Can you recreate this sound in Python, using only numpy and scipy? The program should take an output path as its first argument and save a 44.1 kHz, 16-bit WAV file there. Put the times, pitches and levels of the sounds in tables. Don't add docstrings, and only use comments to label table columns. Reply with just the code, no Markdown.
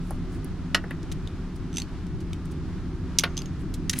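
import sys
import numpy as np
from scipy import signal
from scipy.fft import rfft, irfft
from scipy.io import wavfile

SR = 44100
rng = np.random.default_rng(int(sys.argv[2]) if len(sys.argv) > 2 else 0)


def generate_wav(sig):
    pcm = np.round(np.clip(np.atleast_2d(sig).T, -1, 1) * 32767).astype(np.int16)
    wavfile.write(sys.argv[1], SR, pcm)


N = 176400
HIT_S = .25

# frequency in Hz, level in dB.
TICK_COLOUR = [(500, -6), (1900, -7), (3000, 5.5), (4800, 0), (7700, -5.5), (8800, -12), (11500, -11.5),
               (13500, -25)]
TICK_FADE_S, TICK_ECHO_DB = .011, -9.5


def clacks():
    # start in seconds, level in dB, treble limit in Hz, snap level in dB,
    # ring level in dB compared with the knock.
    hits = [(0.107, -32.5, 1060, -41, -20), (0.7461, -12.5, 6600, -31.5, -6.5),
            (0.8386, -34, 1490, -63, -26), (0.9079, -32, 2770, -50, -17), (3.2358, -17, 4170, -34.5, -16)]
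    # frequency in Hz, level in dB.
    knock_colour = [(150, -13), (440, 0.5), (800, -1.5), (1150, -2), (1900, 3), (2600, -4), (3700, 0),
                    (5600, -3.5), (6800, -10.5), (13500, -3)]
    # pitch in Hz, level in dB, fade time in seconds.
    hose_notes = [(1250, -9, .1), (1470, -6, .06), (1740, -2, .03), (1890, 3, .018), (2930, 3, .028),
                  (5550, -2, .022)]
    out = np.zeros((2, N))
    for start, db, edge_hz, snap_db, ring_db in hits:
        knock = contact(knock_colour, fade_s=0.04, attack_s=0.0016)
        body = soften(knock + amp(ring_db) * ring(hose_notes), edge_hz)
        add(out, start, amp(db) * unit_hit(body) + amp(snap_db) * snap())
    return cab_echo(out, echo_db=-11)


def clicks():
    # start in seconds, level in dB, brightness in dB per octave, fade time in seconds.
    hits = [(1.0291, -48, -3.5, 0.017), (1.1154, -38.5, -4.5, 0.034), (1.1208, -40, -0.5, .025),
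            (2.066, -53, -1, 0.017), (2.203, -49, -2.5, 0.082), (3.1862, -12, 1, 0.015),
            (3.1942, -22, 2, 0.015), (3.739, -37, 2, 0.046), (3.8956, -18.5, -1.5, 0.017),
            (3.902, -37, 2, 0.073), (3.909, -37, 4, 0.017), (3.9305, -30, -7.5, 0.026),
            (3.9352, -30, -12.5, 0.017), (3.9567, -38.5, -12.5, 0.097), (3.9804, -39, -9, 0.051)]
    # frequency in Hz, level in dB.
    click_colour = [(400, -54), (1400, -19), (1850, -6.5), (3200, -2), (4000, -1), (6100, -2.5), (7000, -4),
                    (11400, -9), (13200, -22), (15500, -21)]
    # pitch in Hz, level in dB, fade time in seconds.
    metal_notes = [(2170, -12, .05), (3720, -1, .028), (4100, 1, .03), (4970, -4, .03), (5850, 2, .03),
                   (6345, 3, .035), (6480, -35, .55), (9920, -9, .025)]
    # start in seconds, level in dB.
    rubber_snaps = [(0.073, -60), (0.4452, -44), (3.935, -37), (3.988, -22.5)]
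    out = np.zeros((2, N))
    firmest_db = max(row[1] for row in hits)
    for start, db, tilt_db, fade_s in hits:
        click = contact(click_colour, fade_s, tilt_db, attack_s=0.0016)
        ring_db = -0.5 + (db - firmest_db) / 2
        add(out, start, amp(db) * unit_hit(click + amp(ring_db) * ring(metal_notes)))
    for start, db in rubber_snaps:
        add(out, start, amp(db) * snap())
    return cab_echo(out, echo_db=-16)


def snap():
    # frequency in Hz, level in dB.
    snap_colour = [(500, -102), (5000, 1.5), (8500, 3), (10000, 14), (11800, 9), (13200, -13), (15500, 1)]
    return contact(snap_colour, fade_s=0.022)


def rattle(detune=.007):
    # start in seconds, level in dB.
    bounces = [(1.7293, -46), (1.741, -44.5), (1.7495, -46), (1.7596, -39), (1.7703, -27), (1.783, -26.5),
               (1.8003, -33.5), (3.2075, -31), (3.3692, -33.5), (3.3771, -28), (3.3893, -36), (3.404, -46),
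               (3.458, -43)]
    # start in seconds, then the pitches of its three notes in Hz.
    grips = [(1.7, 3540, 6120, 8100), (3.2, 3450, 6230, 5005), (3.45, 3600, 6500, 5200)]
    # level in dB, fade time in seconds.
    note_shapes = [(-10, .026), (0, .03), (-8, .021)]
    out = np.zeros((2, N))
    for start, db in bounces:
        pitches = [grip[1:] for grip in grips if grip[0] <= start][-1]
        strayed = [hz * (1 + detune * rng.standard_normal()) for hz in pitches]
        notes = [(hz, *shape) for hz, shape in zip(strayed, note_shapes)]
        bounce = contact(TICK_COLOUR, TICK_FADE_S) + amp(2.5) * ring(notes)
        add(out, start, amp(db) * unit_hit(bounce))
    return cab_echo(out, TICK_ECHO_DB)


def light_taps(note_fade_s=.010):
    # start in seconds, level in dB, pitch in Hz, note level in dB compared with the tick.
    taps = [(1.2744, -40, 3630, 1), (1.819, -33, 4420, 0), (2.332, -39, 3700, -4), (3.419, -38.5, 4680, 0)]
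    out = np.zeros((2, N))
    for start, db, hz, note_db in taps:
        tap = contact(TICK_COLOUR, TICK_FADE_S) + amp(note_db) * ring([(hz, 0, note_fade_s)])
        add(out, start, amp(db) * unit_hit(tap))
    return cab_echo(out, TICK_ECHO_DB)


def gloves(slips_per_s=11000, spread_db=3):
    # middle of the stroke in seconds, length in seconds, level in dB.
    strokes = [(.07, 0.19, -62.5), (0.344, 0.095, -59.5), (1.563, .018, -55), (2.456, 0.014, -53.5),
               (2.519, 0.019, -53), (3.61, 0.056, -61.5), (3.99, 0.098, -44)]
    # frequency in Hz, level in dB.
    rub_colour = [(1000, -21), (4000, 0), (10300, 1), (13300, -14), (15500, -9)]
    level = np.zeros((2, N))
    for middle, length, db in strokes:
        swell = np.sin(np.linspace(0, np.pi, round(length * SR) + 2))
        add(level, middle - length / 2, amp(db) * swell[None])
    slipping = rng.random(N) < slips_per_s / SR
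    strength = amp(spread_db * rng.standard_normal(N))
    slips = slipping * strength * rng.standard_normal((2, N))
    return cab_echo(level * unit(stereo(colour(slips, rub_colour))), echo_db=-9)


def cab_echo(x, echo_db, build_s=0.0081):
    # frequency in Hz, fade time in seconds.
    fade_times = [(1500, 0.13), (4000, 0.077), (10000, 0.072)]
    hz, t, bands = signal.stft(rng.standard_normal((2, SR // 2)), SR, nperseg=256)
    fade = amp(-60 * t / read(fade_times, hz)[:, None])
    tail = signal.istft(bands * fade, SR, nperseg=256)[1]
    build_up = 1 - np.exp(-np.arange(tail.shape[1]) / SR / build_s)
    tail = stereo(tail * build_up)
    tail = tail / np.linalg.norm(tail[0])
    return x + amp(echo_db) * signal.fftconvolve(x, tail, axes=1)[:, :N]


def outdoors():
    # frequency in Hz, level in dB.
    rumble_colour = [(24, -9.5), (36, -1), (50, -5.5), (90, 1), (113, -8), (170, 0), (230, -14.5),
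                     (285, -9), (380, -11.5), (410, -22.5), (1000, -83)]
    hiss_colour = [(300, -9.5), (450, -2.5), (540, -6.5), (950, -6), (1300, -5), (2100, -13), (5200, -21),
                   (8500, -31), (11500, -36.5), (13300, -50)]
    # frequency in Hz, level of the sides over the middle in dB.
    width = [(25, 4.5), (80, -22.5), (200, -23.5), (480, -26), (1900, -14.5), (3800, -3.5), (7500, -0.5)]
    # pitch in Hz, level in dB, how far the pitch strays in Hz.
    hum_notes = [(34.3, -42.5, 2.14), (178.2, -44, 3.06), (255, -46, 1.74)]
    out = np.zeros((2, N))
    for tone, db, swell_db, rate_hz in (rumble_colour, -32.5, 1, 2.7), (hiss_colour, -50, 0.67, 4.4):
        level = amp(db + swell_db * drift(rate_hz))
        noise = colour(rng.standard_normal((2, N)), tone)
        out += level * unit(stereo(noise, width))
    for hz, db, waver_hz in hum_notes:
        level = amp(db + 3.5 * drift(rate_hz=6.2))
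        pitch = hz + waver_hz * drift(rate_hz=6.94)
        out += level * unit(np.sin(2 * np.pi * np.cumsum(pitch) / SR))
    return out


def contact(tone, fade_s, tilt_db=0, attack_s=0.00015):
    t = np.arange(round(HIT_S * SR)) / SR
    shape = (1 - np.exp(-t / attack_s)) * amp(-60 * t / fade_s)
    burst = rng.choice([-1., 1.], (2, len(t))) * shape
    return unit_hit(stereo(colour(burst, tone, tilt_db)))


def ring(notes, attack_s=0.000087):
    t = np.arange(round(HIT_S * SR)) / SR
    pair = sum(amp(db - 60 * t / fade_s) * np.sin(2 * np.pi * (hz * t + rng.random((2, 1))))
               for hz, db, fade_s in notes)
    return unit_hit(stereo(pair * (1 - np.exp(-t / attack_s))))


def soften(x, edge_hz):
    return signal.sosfilt(signal.butter(4, min(edge_hz, SR / 3), fs=SR, output="sos"), x)


def stereo(pair, width=None):
    # frequency in Hz, level of the sides over the middle in dB.
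    hit_width = [(500, -25), (2500, -19), (7500, -7.5), (15000, 1)]
    side = colour(pair[1], width or hit_width)
    return np.array([pair[0] + side, pair[0] - side])


def colour(x, points, tilt_db=0):
    hz = abs(np.fft.fftfreq(x.shape[-1], 1 / SR))
    octaves = np.log2(np.maximum(hz, points[0][0]) / points[0][0])
    gain = amp(read(points, hz) + tilt_db * octaves)
    response = np.exp(np.conj(signal.hilbert(np.log(gain))))
    return np.fft.ifft(np.fft.fft(x) * response).real


def drift(rate_hz):
    hz = np.fft.rfftfreq(N, 1 / SR)
    return unit(irfft(rfft(rng.standard_normal(N)) * (hz > 0) * np.exp(-(hz / rate_hz) ** 2), N))


def amp(db):
    return 10 ** (np.asarray(db) / 20)


def unit(x):
    return x / np.sqrt(np.mean(x ** 2) + 1e-20)


def unit_hit(x, reference_s=.005):
    return unit(x) * np.sqrt(reference_s * SR / x.shape[-1])


def read(points, hz):
    row_hz, value = np.transpose(points)
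    return np.interp(np.log(hz + 1), np.log(row_hz + 1), value)


def add(mix, start, sound):
    part = mix[:, max(round(start * SR), 0):][:, :sound.shape[1]]
    part += sound[:, :part.shape[1]]


def scene():
    return clacks() + clicks() + rattle() + light_taps() + gloves() + outdoors()


def record(dry):
    low_pass = signal.firwin(255, 15900, window=("kaiser", 9), fs=SR)
    return signal.oaconvolve(dry, low_pass[None], "same")


dry = scene()
out = record(dry)
generate_wav(out)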